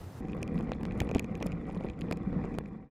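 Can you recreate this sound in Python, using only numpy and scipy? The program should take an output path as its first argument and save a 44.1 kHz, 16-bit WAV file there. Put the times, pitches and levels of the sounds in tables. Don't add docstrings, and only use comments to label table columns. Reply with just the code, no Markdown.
import sys
import numpy as np
from scipy import signal
from scipy.io import wavfile
from scipy.ndimage import uniform_filter1d

SR = 44100
rng = np.random.default_rng(int(sys.argv[2]) if len(sys.argv) > 2 else 0)


def undo_db(level):
    steps = np.asarray(level, float) / 20
    return 10 ** steps


def bounce(signal):
    frames = np.transpose(np.atleast_2d(signal))
    limited = np.clip(frames, -1, 1)
    pcm = np.round(limited * 32767).astype(np.int16)
    wavfile.write(sys.argv[1], SR, pcm)


N = 127890

# pitch_hz, level_db_per_hz
OPENING_COLOUR = [(18, -68), (30, -34), (97, -4.5), (156, -14.5), (767, -27.5), (1360, -33), (2070, -41.5),
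                  (4310, -45.5), (15500, -52.5)]
# start_s, peak_db, push_s
THUDS = [
    (.006, -36, .004),
    (.6915, -27, .002),
    (.718, -30, .0015),
    (1.012, -22, .0035),
    (1.0215, -25, .002),
    (1.1545, -23, .0015),
    (1.158, -13, .0018),
    (1.1665, -24, .0015),
    (1.8455, -26, .0015),
    (2.1095, -24, .002),
]
# start_s, peak_db, rise_s, sign
SNAPS = [
    (2.586, -19, .0002, -1),
    (2.5861, -28, .00004, -1),
    (.8533, -25, .00005, -1),
    (2.1123, -23, .00007, -1),
    (.7187, -25, .00006, 1),
    (.8343, -29, .0001, 1),
]
# start_s, peak_db
KNOCKS = [(0.182, -43), (0.348, -29.5), (0.422, -28), (0.494, -33), (0.551, -45), (0.663, -44),
          (0.692, -30), (0.717, -27), (0.832, -34), (0.852, -45), (0.953, -32), (1.002, -35), (1.014, -29),
          (1.057, -49), (1.088, -34), (1.113, -24), (1.243, -34), (1.41, -28), (1.423, -27), (1.459, -37.5),
          (1.693, -30), (1.74, -40), (1.765, -29.5), (1.807, -29.5), (2.04, -37), (2.109, -27),
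          (2.127, -30), (2.366, -32.5)]
# pitch_hz, width_hz, level_db
KNOCK_MODES = [(490, 130, 0), (800, 215, -7.5), (1060, 180, -19.5)]
# start_s, level_db, crunch_db (relative to level_db)
RIDE = [(.2, -40, 9), (.33, -36.5, 14.5), (.45, -36, -5), (.58, -33.5, 12), (.8, -38, 6.5), (1.0, -33, 9),
        (1.25, -38.5, 8), (1.449, -35.5, 12.5), (1.6, -39.5, 4.5), (1.72, -38, 17), (1.85, -36.5, 12),
        (1.95, -43.5, 9), (2.05, -34.5, 10), (2.19, -39.5, -3.5), (2.281, -36, 6), (2.38, -33, 5.5),
        (2.6, -40, 7.5), (2.9, -33.5, 7)]
# pitch_hz, width_hz, level_db
FRAME_MODES = [(157.2, 35.5, -3), (193.2, 65.4, 0.5), (265.5, 49, -5.5), (295.3, 23.7, -7),
               (485.7, 68, -10.5), (765, 21, -18.5), (1126, 170, -20), (1570, 230, -29), (1947, 160, -24.5),
               (2372, 110, -26), (2424, 310, -29.5)]
# pitch_hz, level_db_per_hz
ROAR_COLOUR = [(20, -16), (45, 3), (101, -3.5), (195, 0.5), (879, -29), (2420, -42), (3100, -43.5),
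               (10400, -70.5), (14000, -93.5)]
# pitch_hz, width_hz, level_db
HOUSING_MODES = [(1824, 320, 5.5), (2455, 210, 12.5), (3274, 600, -1), (4070, 400, -4), (4980, 1000, -3.5),
                 (7060, 800, -3), (9300, 1650, -10), (11560, 1900, -14), (14100, 1800, -20.5)]
# start_s, peak_db,
# brightness_db
RATTLES = [(0.2523, -44.5, -12), (0.284, -44, -6.5), (0.2962, -42, -15), (0.3198, -47, -5),
           (0.3226, -51, -12), (0.3317, -34, -23), (0.3494, -58, 0.5), (0.3686, -54.5, 0),
           (0.4165, -49, -3), (0.429, -23.5, -5), (0.4771, -35, -8.5), (0.578, -35.5, -19),
           (0.5893, -44, -2), (0.608, -40.5, -7.5), (0.6262, -49, -5), (0.7181, -29, -11.5),
           (0.7278, -38, -34), (0.8315, -40, -2), (0.9093, -31.5, -26.5), (0.9219, -37.5, -9.5),
           (0.9764, -48, -1), (1.0028, -15.5, -7.5), (1.0171, -30.5, -10), (1.0384, -57.5, -4),
           (1.0907, -29.5, -12.5), (1.1128, -30, -9.5), (1.1388, -40, -24), (1.1482, -21, -6.5),
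                  (1.1532, -30, -22), (1.1687, -36, -8), (1.1823, -30, -12), (1.1943, -19.5, -5.5),
                  (1.2435, -33.5, -8), (1.3525, -31, -10.5), (1.3756, -64, 6), (1.4136, -36, -30),
                  (1.4261, -22.5, -8), (1.4664, -37, 2), (1.4718, -34, -14), (1.5193, -32, -11.5),
           (1.7, -42, -10.5), (1.727, -58, -19), (1.7475, -45, -13), (1.7642, -48, -30),
                (1.7743, -42, -23), (1.837, -42, -10.5), (1.8656, -36.5, -32), (1.8857, -34.5, -24),
                (1.8987, -35.5, -9.5), (1.9906, -50.5, -2), (2.0102, -34, -5.5), (2.0159, -28.5, -18),
                (2.0683, -53, -18), (2.085, -44, -27), (2.1032, -48, -14), (2.1117, -37, 0.5),
                (2.1238, -21.5, -10.5), (2.1276, -36.5, -1), (2.1718, -41, -4.5), (2.4389, -38.5, -20),
                (2.5411, -42, -11), (2.5509, -41, -12), (2.5857, -42.5, 3), (2.6579, -38, -17),
           (0.516, -44.5, -18), (0.5557, -46, -6), (0.673, -44, -22), (0.6921, -48, -8),
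                 (0.7334, -32.5, -25), (0.783, -48, -19), (0.8104, -41.5, -20), (0.8644, -48, -5),
                 (0.8714, -62, -8), (0.951, -51, -10), (1.0708, -40.5, -22), (1.226, -46, -12),
                 (1.4023, -41, -10), (1.4237, -33, -23), (1.431, -47, -13), (1.4433, -50, -11),
                 (1.4614, -42, 6), (1.508, -42, -24), (1.5264, -39, -16), (1.5384, -54, -19),
                 (1.5656, -62, -15), (1.6529, -47.5, -25), (1.676, -51, -18), (1.7104, -47, -11),
                 (1.7216, -54, -18), (1.7704, -48, -22), (1.8063, -45, -19), (1.827, -51, -19),
                 (1.8434, -47, -18), (1.8794, -50, -17), (1.9333, -51, -14), (2.158, -50, -15),
                 (2.1856, -50, -23), (2.2324, -50, -7), (2.299, -63, -13), (2.4258, -42.5, -32),
                 (2.4535, -44.5, -7), (2.598, -66, -15), (2.6397, -60, -15), (2.643, -59, -29),
                 (2.6851, -62, -4)]
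# start_s, peak_db
RUTS = [(0.37, -38), (0.552, -22.5), (0.63, -27), (0.687, -31.5), (0.907, -38), (1.095, -25), (1.238, -26),
        (1.309, -24.5), (1.448, -20), (1.532, -23.5), (1.696, -27), (1.765, -21.5), (1.799, -44),
        (2.018, -25), (2.164, -28), (2.266, -19.5), (2.36, -19.5), (2.426, -27.5)]
# pitch_hz, width_hz, level_db
SWING_MODES = [(173, 13.3, -5), (200.5, 47, 0), (269, 180, -4)]
# start_s, length_s, entry_pop_db, exit_pop_db
BLANKS = [(.3775, .0018, -36, -31), (.602, .006, -22, -23), (1.0165, .0014, -17, -24),
          (1.0967, .0057, -23, -23), (1.15, .0026, -19, -20), (1.1604, .0045, -13, -21),
          (1.1985, .0045, -29, -27), (1.4617, .0014, -25, -24), (1.8472, .0055, -20, -25),
          (2.1128, .003, -19, -22), (2.3285, .0014, -36, -33), (2.4427, .0045, -27, -21),
          (2.548, .0014, -36, -29), (2.5872, .0014, -38, -34)]


def lowpass(x, hz, order):
    return signal.sosfilt(signal.butter(order, hz, "low", fs=SR, output="sos"), x)


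def highpass(x, hz, order):
    return signal.sosfilt(signal.butter(order, hz, "high", fs=SR, output="sos"), x)


def rms_one(x):
    return x / np.sqrt(np.mean(x ** 2) + 1e-20)


def drift(rate_hz):
    r = np.exp(-40 * np.pi * rate_hz / SR)
    slow = signal.lfilter([1], [1, -2 * r, r * r], rng.standard_normal(N // 20 + 4002))
    slow = rms_one(slow[4000:])
    return np.interp(np.arange(N) / 20, np.arange(len(slow)), slow)


def resonate(x, hz, width_hz):
    r = np.exp(-np.pi * width_hz / SR)
    top, bottom = [(1 - r * r) / 2, 0, (r * r - 1) / 2], [1, -2 * r * np.cos(2 * np.pi * hz / SR), r * r]
    return signal.lfilter(top, bottom, x + 1e-18)


def grains(per_s, spread_db):
    size = undo_db(spread_db * np.minimum(rng.exponential(1, N), 5)) * rng.choice([-1, 1], N)
    return size * (rng.random(N) < per_s / SR)


def flickering_noise(colour, patchy_db):
    colour_hz, colour_db = np.transpose(colour)
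    edges = 21.5 * 2 ** np.arange(0, 9.7, .5)
    white = rng.standard_normal((2, N))
    together = drift(25)
    out = 0
    for k, (low, high) in enumerate(zip(edges, edges[1:])):
        band = signal.sosfilt(signal.butter(2, [low, high], "band", fs=SR, output="sos"), white[k % 2])
        db = np.interp(np.log(np.sqrt(low * high)), np.log(colour_hz), colour_db)
        flicker = .8 * together + .6 * drift(15)
        out = out + band * undo_db(db + patchy_db * flicker)
    return rms_one(out)


def pop(rise_s):
    u = np.arange(800) / SR / rise_s
    return u ** 2 / 4 * np.exp(2 - u)


def strikes(rows, modes, cut_hz):
    start_s, peak_db = np.transpose(rows)
    luck = rng.standard_normal((len(start_s), len(modes)))
    lag = rng.uniform(-1, 1, (len(start_s), len(modes)))
    out = 0
    for k, (hz, width_hz, mode_db) in enumerate(modes):
        at = ((start_s + .003 * np.abs(lag[:, k])) * SR).astype(int)
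        blow = np.sign(lag[:, k]) * undo_db(peak_db + mode_db + 2.5 * luck[:, k])
        clicks = np.zeros(N)
        clicks[at] = blow * SR / (2 * np.pi * width_hz)
        out = out + resonate(clicks, hz, width_hz)
    return lowpass(out, cut_hz, order=4)


def housing(dull, bright, air):
    out = 0
    for k, (hz, width_hz, db) in enumerate(HOUSING_MODES):
        drive = dull if hz < 4500 else bright if hz < 8500 else air
        out = out + (-1) ** k * undo_db(db) * resonate(drive, hz, width_hz)
    return out


def earlier_shot():
    return flickering_noise(OPENING_COLOUR, patchy_db=.8)


def thuds():
    push = np.zeros(N)
    for start_s, db, push_s in THUDS:
        i = int(start_s * SR)
        push[i:i + 800] += undo_db(db) * pop(push_s / 2)
    for start_s, db, rise_s, sign in SNAPS:
        i = int(start_s * SR)
        push[i:i + 800] += sign * undo_db(db) * pop(rise_s)
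    return highpass(push, 55, order=1)


def crust_knocks():
    return strikes(KNOCKS, KNOCK_MODES, cut_hz=1300)


def rumble(level_db):
    jolts = grains(per_s=1400, spread_db=2.8) * undo_db(1.6 * drift(40))
    loose_db = -39 + 0.84 * (level_db + 39)
    modes = []
    for k, (hz, width_hz, db) in enumerate(FRAME_MODES):
        gain = (-1) ** k * undo_db(db + 1.5 * drift(15)) / np.sqrt(width_hz)
        modes.append(gain * resonate(jolts, hz, width_hz))
    ring_cut_hz = 2800
    low = sum(modes[:4])
    high = lowpass(sum(modes[4:]), ring_cut_hz, order=8)
    ring = (undo_db(level_db) * lowpass(low, ring_cut_hz, order=8) + undo_db(loose_db) * high) / np.std(low)

    spoke_hz = 3450
    spoke = rms_one(resonate(resonate(jolts, spoke_hz, 60), spoke_hz, 300))
    spoke = undo_db(-50 + 6.3 * drift(40)) * spoke

    roar = lowpass(flickering_noise(ROAR_COLOUR, patchy_db=1.3), 12600, order=12)
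    roar = lowpass(roar, ring_cut_hz, order=8) + undo_db(-2) * highpass(roar, ring_cut_hz, order=4)
    return undo_db(-3.5) * ring + undo_db(loose_db) * (spoke + undo_db(-2.5) * roar)


def crunch(level_db):
    crumbs = grains(per_s=260 * undo_db(3.3 * drift(8.6)), spread_db=2.6)
    scrape = resonate(np.abs(crumbs), 30, 730) * rng.standard_normal(N)
    rung = housing(scrape, scrape * undo_db(1.1 * drift(40)), scrape * undo_db(5.7 * drift(40)))
    return undo_db(level_db - 46) * rms_one(lowpass(rung, 12600, order=12))


def rattles():
    t = np.arange(400) / SR
    envelope = np.exp(-t / .0008) * np.minimum(t / .00025, 1)
    trains = np.zeros((3, N))
    for start_s, db, bright_db in RATTLES:
        i = int(start_s * SR)
        scrape = rng.standard_normal(400) * envelope
        gains = undo_db(db + np.array([-4, bright_db - 4.5, 2.12 * bright_db - 4.5]))
        for k, alone in enumerate(np.eye(3)[:, :, None]):
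            peak = np.abs(housing(*(alone * scrape))).max()
            trains[k, i:i + 400] += gains[k] * scrape / peak
    return highpass(housing(*trains), 1900, order=2)


def rut_swings():
    return strikes(RUTS, SWING_MODES, cut_hz=200)


def side_hiss(level_db):
    hiss = lowpass(highpass(rng.standard_normal(N), 4000, order=2), 11000, order=6)
    return hiss * undo_db(level_db - 51.5 + 6.4 * drift(7.5))


def scene():
    t = np.arange(N) / SR
    start_s, level, extra = np.transpose(RIDE)
    level_db, crunch_db = np.interp(t, start_s, level), np.interp(t, start_s, extra)
    cut = np.clip((t - .205) / .0023, 0, 1)
    before = undo_db(-44.5) * (1 - cut)
    riding = cut * np.clip((2.8995 - t) / .36, 0, 1)
    rattle = rattles()

    mid = before * lowpass(earlier_shot(), 15400, order=12)
    mid = mid + thuds() + crust_knocks()
    mid = mid + (rumble(level_db) + crunch(level_db + crunch_db)) * riding
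    mid = mid + rattle + rut_swings()

    side = undo_db(-10.5) * before * highpass(earlier_shot(), 1520, order=1)
    side = side + riding * side_hiss(level_db)
    side = side + undo_db(-25) * highpass(np.roll(rattle, 9), 3000, order=1)
    return np.array([mid + side, mid - side])


def blank_outs(dry):
    gate, edges, skew = np.ones(N), np.zeros(N), np.zeros(N)
    for start_s, length_s, in_db, out_db in BLANKS:
        a, b = int(start_s * SR), int((start_s + length_s) * SR)
        gate[a:b] = 0
        edges[[a, b]] = [-undo_db(in_db), -undo_db(out_db)]
        skew[[a, b]] = [1, -1]
    pops = highpass(np.convolve(edges, pop(.00065 / 2))[:N], 45, order=1)
    apart = undo_db(-35.5) * highpass(np.convolve(skew, pop(.00024 / 2))[:N], 120, order=1)
    return dry * uniform_filter1d(gate, size=15) + pops + apart * [[1], [-1]]


def top_cut(x):
    return signal.sosfilt(signal.butter(12, 16480, fs=SR, output="sos"), x)


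def record(dry):
    mix = blank_outs(dry)
    return top_cut(mix)


dry = scene()
out = record(dry)
bounce(out)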